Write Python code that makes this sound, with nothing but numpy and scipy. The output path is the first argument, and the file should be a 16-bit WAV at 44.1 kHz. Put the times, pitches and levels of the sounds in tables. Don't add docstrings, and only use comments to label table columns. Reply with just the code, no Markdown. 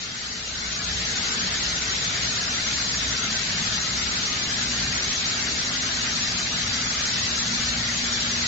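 import sys
import numpy as np
from scipy import signal
from scipy.fft import rfft, irfft, next_fast_len
from scipy.io import wavfile
from scipy.ndimage import uniform_filter1d, map_coordinates

SR = 44100
rng = np.random.default_rng(int(sys.argv[2]) if len(sys.argv) > 2 else 0)


def unload_wav(signal):
    wavfile.write(
        sys.argv[1],
        SR,
        np.round(np.clip(np.atleast_2d(signal).T, -1, 1) * 32767).astype(np.int16),
    )


N = 373736


# frequency in Hz, relative density in dB.
WINDAGE_SPECTRUM = [(800, -19.5), (1130, -9.5), (1280, -4), (1500, -2), (1950, -2), (2250, -3.5),
                    (2550, -5.5), (3000, -4.5), (3550, -2.5), (3950, 0), (4550, -0.4), (5100, -3.5),
                    (6400, -3.5), (7500, -6.5)]

def windage(treble_edge_hz=5300, window=1024):
    left, right = diffuse_noise(from_db(at_hz(WINDAGE_SPECTRUM, bin_hz())))
    hz, times, cells = signal.stft([left + right, left - right], SR, nperseg=window)
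    treble = (hz > treble_edge_hz)[:, None]
    flicker = np.minimum(patches(hz, times, width_hz=903, length_s=.022, trend_frames=9), .092)
    grain = [patches(hz, times, width_hz=80, length_s=.026, trend_frames=15) for _ in ("mid", "side")]
    grain = np.minimum(grain, .063)
    ringing = patches(hz, times, width_hz=40, length_s=.16, trend_frames=81)
    mottle = patches(hz, times, width_hz=110, length_s=.05, trend_frames=21)
    dips = np.minimum(mottle + .9, 0)
    texture_db = np.where(treble, 3.0, 1.1) * flicker + 6 * grain + 1.8 * ringing + 14 * dips
    gain = from_db(texture_db) * flickering_width(hz, times, treble)
    gain /= np.sqrt(np.mean(gain ** 2, axis=2, keepdims=True))
    mid, side = signal.istft(cells * gain, SR, nperseg=window)[1][:, :N]
    return rms_one(np.array([mid + side, mid - side]))


def flickering_width(hz, times, treble, bias_db=-8.5, spread_db=20.5):
    flicker = patches(hz, times, width_hz=560, length_s=.026, trend_frames=9)
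    side_ratio = from_db(treble * (bias_db + spread_db * flicker))
    return np.array([np.ones_like(side_ratio), side_ratio]) / np.sqrt(1 + side_ratio ** 2)


# frequency in Hz, relative density in dB.
RUMBLE_SPECTRUM = [(15, -30.5), (28, -9), (45, -4.5), (66, 2.5), (90, -0.5), (130, 0), (150, -2), (230, -3),
                   (275, -5.5), (320, -10), (450, -9.7), (560, -11), (800, -9.5), (1100, -14), (2000, -30)]

def rumble():
    return rms_one(diffuse_noise(from_db(at_hz(RUMBLE_SPECTRUM, bin_hz()))))


# centre in Hz, width in Hz, level in dB re the hall level.
FRAME_MODES = [(178.3, 45, -18), (258, 81, -27.5), (388, 20, -30), (637, 56, -26.5)]

def frame_resonances():
    hz = bin_hz()
    response = sum(from_db(db) / np.sqrt(width) / (1 + (2 * (hz - centre) / width) ** 2)
                   for centre, width, db in FRAME_MODES)
    total_rms = np.sqrt(sum(from_db(db) ** 2 for _, _, db in FRAME_MODES))
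    return total_rms * rms_one(diffuse_noise(response))


BOWL_SHAFT_HZ, PUMP_SHAFT_HZ = 60.26, 59.26
# time in seconds, level in dB before beating.
SHAFT_LEVELS = [(0, -56), (.25, -56), (.6, -41.5), (.8, -48), (1.0, -43.5), (1.4, -51), (1.85, -47.5),
                (2.2, -46), (2.7, -46), (3.3, -52.5), (3.7, -59), (4.0, -44), (4.4, -55), (4.9, -45),
                (5.4, -54), (5.8, -50), (6.15, -50), (7.0, -60), (7.75, -46), (8.25, -55), (8.47, -56)]

def shaft_drone():
    drone = tone(BOWL_SHAFT_HZ, waver_db=2.2, waver_hz=2.4, phase_rad=.4)
    return envelope(SHAFT_LEVELS) * beating(harmonic=1, share=.52, in_step_s=4.91) * drone


# time in seconds, level in dB before beating.
HUM_LEVELS = [(0, -60), (1.4, -60), (2.1, -47.5), (3.5, -49), (3.85, -48), (4.25, -59), (4.6, -47),
              (5.35, -52), (5.75, -57), (6.05, -50), (6.4, -58), (6.85, -49), (7.3, -47), (8.47, -50.5)]

def motor_hum():
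    hum = tone(2 * BOWL_SHAFT_HZ, waver_db=0, waver_hz=2.7, phase_rad=.4)
    return envelope(HUM_LEVELS) * beating(harmonic=2, share=.53, in_step_s=4.77) * hum


def beating(harmonic, share, in_step_s):
    slip = 2 * np.pi * harmonic * (BOWL_SHAFT_HZ - PUMP_SHAFT_HZ) * (seconds() - in_step_s)
    return np.abs(1 + share * np.exp(1j * slip))


# time in seconds, level in dB.
PUMP_LEVELS = [(0, -52), (.35, -50), (.65, -67), (1.2, -48), (1.6, -53.5), (2.2, -58), (2.85, -56.5),
               (3.15, -45), (3.38, -59), (3.62, -44.5), (3.8, -50), (4.05, -46), (4.4, -48.5), (4.72, -40),
               (5.08, -50.5), (5.4, -45), (5.9, -47), (6.15, -41), (6.5, -47), (6.78, -43), (7.1, -48),
               (7.45, -39.5), (8.47, -40)]

def feed_pump(vanes=4):
    return envelope(PUMP_LEVELS) * tone(vanes * PUMP_SHAFT_HZ, waver_db=.1, waver_hz=.5, phase_rad=.15)


# time in seconds, level in dB.
NEIGHBOUR_BOWL_LEVELS = [(0, -66.5), (2.4, -54.5), (3.1, -45), (3.7, -63), (4.3, -46.5), (5.4, -53.5),
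                         (5.85, -44), (6.3, -55), (6.8, -45), (7.2, -59), (8.47, -55)]
NEIGHBOUR_GEAR_LEVELS = [(0, -68), (1.2, -58.5), (2.7, -58), (3.6, -64), (4.4, -54.5), (5.0, -57),
                         (5.6, -56), (6.4, -62), (8.47, -57.5)]

def neighbouring_machine():
    bowl = envelope(NEIGHBOUR_BOWL_LEVELS) * tone(260.2, waver_db=0, waver_hz=1.4, phase_rad=.4)
    gear = envelope(NEIGHBOUR_GEAR_LEVELS) * tone(385.8, waver_db=.5, waver_hz=1.6, phase_rad=.83)
    return bowl + gear


# peak time in seconds, centre in Hz, peak level in dB.
ROAR_SURGES = [(.95, 89, -39), (1.32, 400, -47), (1.43, 190, -39), (3.1, 89, -42.5), (3.33, 177, -41),
               (3.6, 185, -40), (4.45, 400, -48), (4.87, 161, -38), (5.53, 400, -45), (6.7, 96, -40.5),
               (7.15, 4100, -33), (7.24, 94, -41.5), (7.53, 178, -40), (7.78, 90, -43)]

def surges(half_length_s=.08):
    t, out = seconds(), np.zeros((2, N))
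    noise = diffuse_noise(1)
    for peak_s, centre_hz, db in ROAR_SURGES:
        near = np.abs(t - peak_s) < 3 * half_length_s
        bell = np.exp(-((t[near] - peak_s) / half_length_s) ** 2)
        bandpass = signal.butter(4, [.75 * centre_hz, 1.25 * centre_hz], "band", fs=SR, output="sos")
        band = signal.sosfilt(bandpass, noise[:, near])
        out[:, near] += from_db(db) * rms_one(band * bell) * np.sqrt(np.mean(bell ** 2))
    return out


# frequency in Hz, level in dB re the hall level.
DISTANT_TONES = [(107.7, -33), (181.0, -27.5), (219.4, -25), (327.0, -40), (415.5, -36.5), (542.4, -46),
                 (630.0, -33.5), (654.5, -32), (711.3, -33.5), (1066.6, -34), (1288.6, -44), (1413.1, -30),
                 (2378, -31.5)]

def distant_drives():
    return sum(from_db(db) * tone(hz, waver_db=3, waver_hz=.42, phase_rad=.71)
               for hz, db in DISTANT_TONES)


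def gear_whine(peak_s=1.2, peak_db=-50.3, rest_db=-68, rise_db_per_s=8, fall_db_per_s=5.5):
    since_peak = seconds() - peak_s
    loss_db = np.maximum(-rise_db_per_s * since_peak, fall_db_per_s * since_peak)
    gain = from_db(np.maximum(peak_db - loss_db, rest_db))
    return gain * tone(438.1, waver_db=2, waver_hz=3.5, phase_rad=.35)


def tone(hz, waver_db, waver_hz, phase_rad):
    phase = 2 * np.pi * hz * seconds() + phase_rad * drift(waver_hz)
    phase_apart = np.arccos(coherence(hz)) / 2 * drift(waver_hz)
    pair = np.sin([phase + phase_apart, phase - phase_apart])
    return rms_one(pair * from_db(waver_db * drift(waver_hz)))


# frequency in Hz, left minus right in dB.
BASS_LEAN = [(170, 0), (235, .8)]
UPPER_LEAN = [(560, 1), (1000, 0.5), (1850, 0), (2400, 2.5), (2900, 5.5), (3600, 2.5), (4600, 2), (5800, 6),
              (7500, 2)]

def diffuse_noise(gain):
    hz, sides = bin_hz(), np.array([[1], [-1]])
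    mid, side = rfft(rng.standard_normal((2, 2 * (len(hz) - 1))))
    alike = coherence(hz)
    pair = np.sqrt(1 + alike) * mid + sides * np.sqrt(1 - alike) * side
    lean = from_db(sides * at_hz(BASS_LEAN + list(UPPER_LEAN), hz) / 2)
    return irfft(gain * pair * lean)[:, :N]


# frequency in Hz, correlation from -1 to 1.
BASS_COHERENCE = [(120, .998), (175, .99), (200, .9), (225, .8), (260, .8)]
UPPER_COHERENCE = [(300, 1), (400, 0.63), (750, 0.59), (1050, 0.037), (1600, -0.11), (2250, 0.21),
                   (3150, -0.11), (4800, 0.031), (6000, 0.27), (7500, 0.36)]

def coherence(hz):
    return np.clip(at_hz(BASS_COHERENCE + list(UPPER_COHERENCE), hz), -1, 1)


def patches(hz, times, width_hz, length_s, trend_frames):
    field = rng.standard_normal((512, 1024))
    places = np.meshgrid(hz / width_hz, times / length_s, indexing="ij")
    chance = map_coordinates(field, places, order=1, mode="wrap")
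    trend = uniform_filter1d(chance, trend_frames, axis=1)
    return rms_one(chance - trend)


def drift(rate_hz, hop=64, size=8192):
    hz = np.fft.rfftfreq(size, hop / SR)
    slow = irfft(rfft(rng.standard_normal(size)) / np.sqrt(1 + (hz / rate_hz) ** 4))
    return np.interp(np.arange(N) / hop, np.arange(size), rms_one(slow))


def envelope(rows):
    return from_db(np.interp(seconds(), *np.transpose(rows)))


def at_hz(rows, hz):
    known_hz, values = np.transpose(rows)
    return np.interp(np.log(np.maximum(hz, 1)), np.log(known_hz), values)


def bin_hz():
    return np.fft.rfftfreq(2 * next_fast_len(N // 2 + 1), 1 / SR)


def seconds():
    return np.arange(N) / SR


def from_db(db):
    return 10 ** (np.asarray(db) / 20)


def rms_one(x):
    return x / np.sqrt(np.mean(x ** 2) + 1e-20)


def scene():
    hall_level = envelope([(.36, -35.5), (1.17, -29)])
    turn_back = envelope([(6.7, 0), (9, .7)])
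    hall = from_db(6.4) * windage() + from_db(-9) * rumble() + frame_resonances() + distant_drives()
    roar = hall_level * turn_back * hall + surges()
    return roar + shaft_drone() + motor_hum() + feed_pump() + neighbouring_machine() + gear_whine()


def record(dry, cutoff_hz=7540):
    return signal.sosfilt(signal.ellip(18, .1, 90, cutoff_hz, fs=SR, output="sos"), dry)


dry = scene()
out = record(dry)
unload_wav(out)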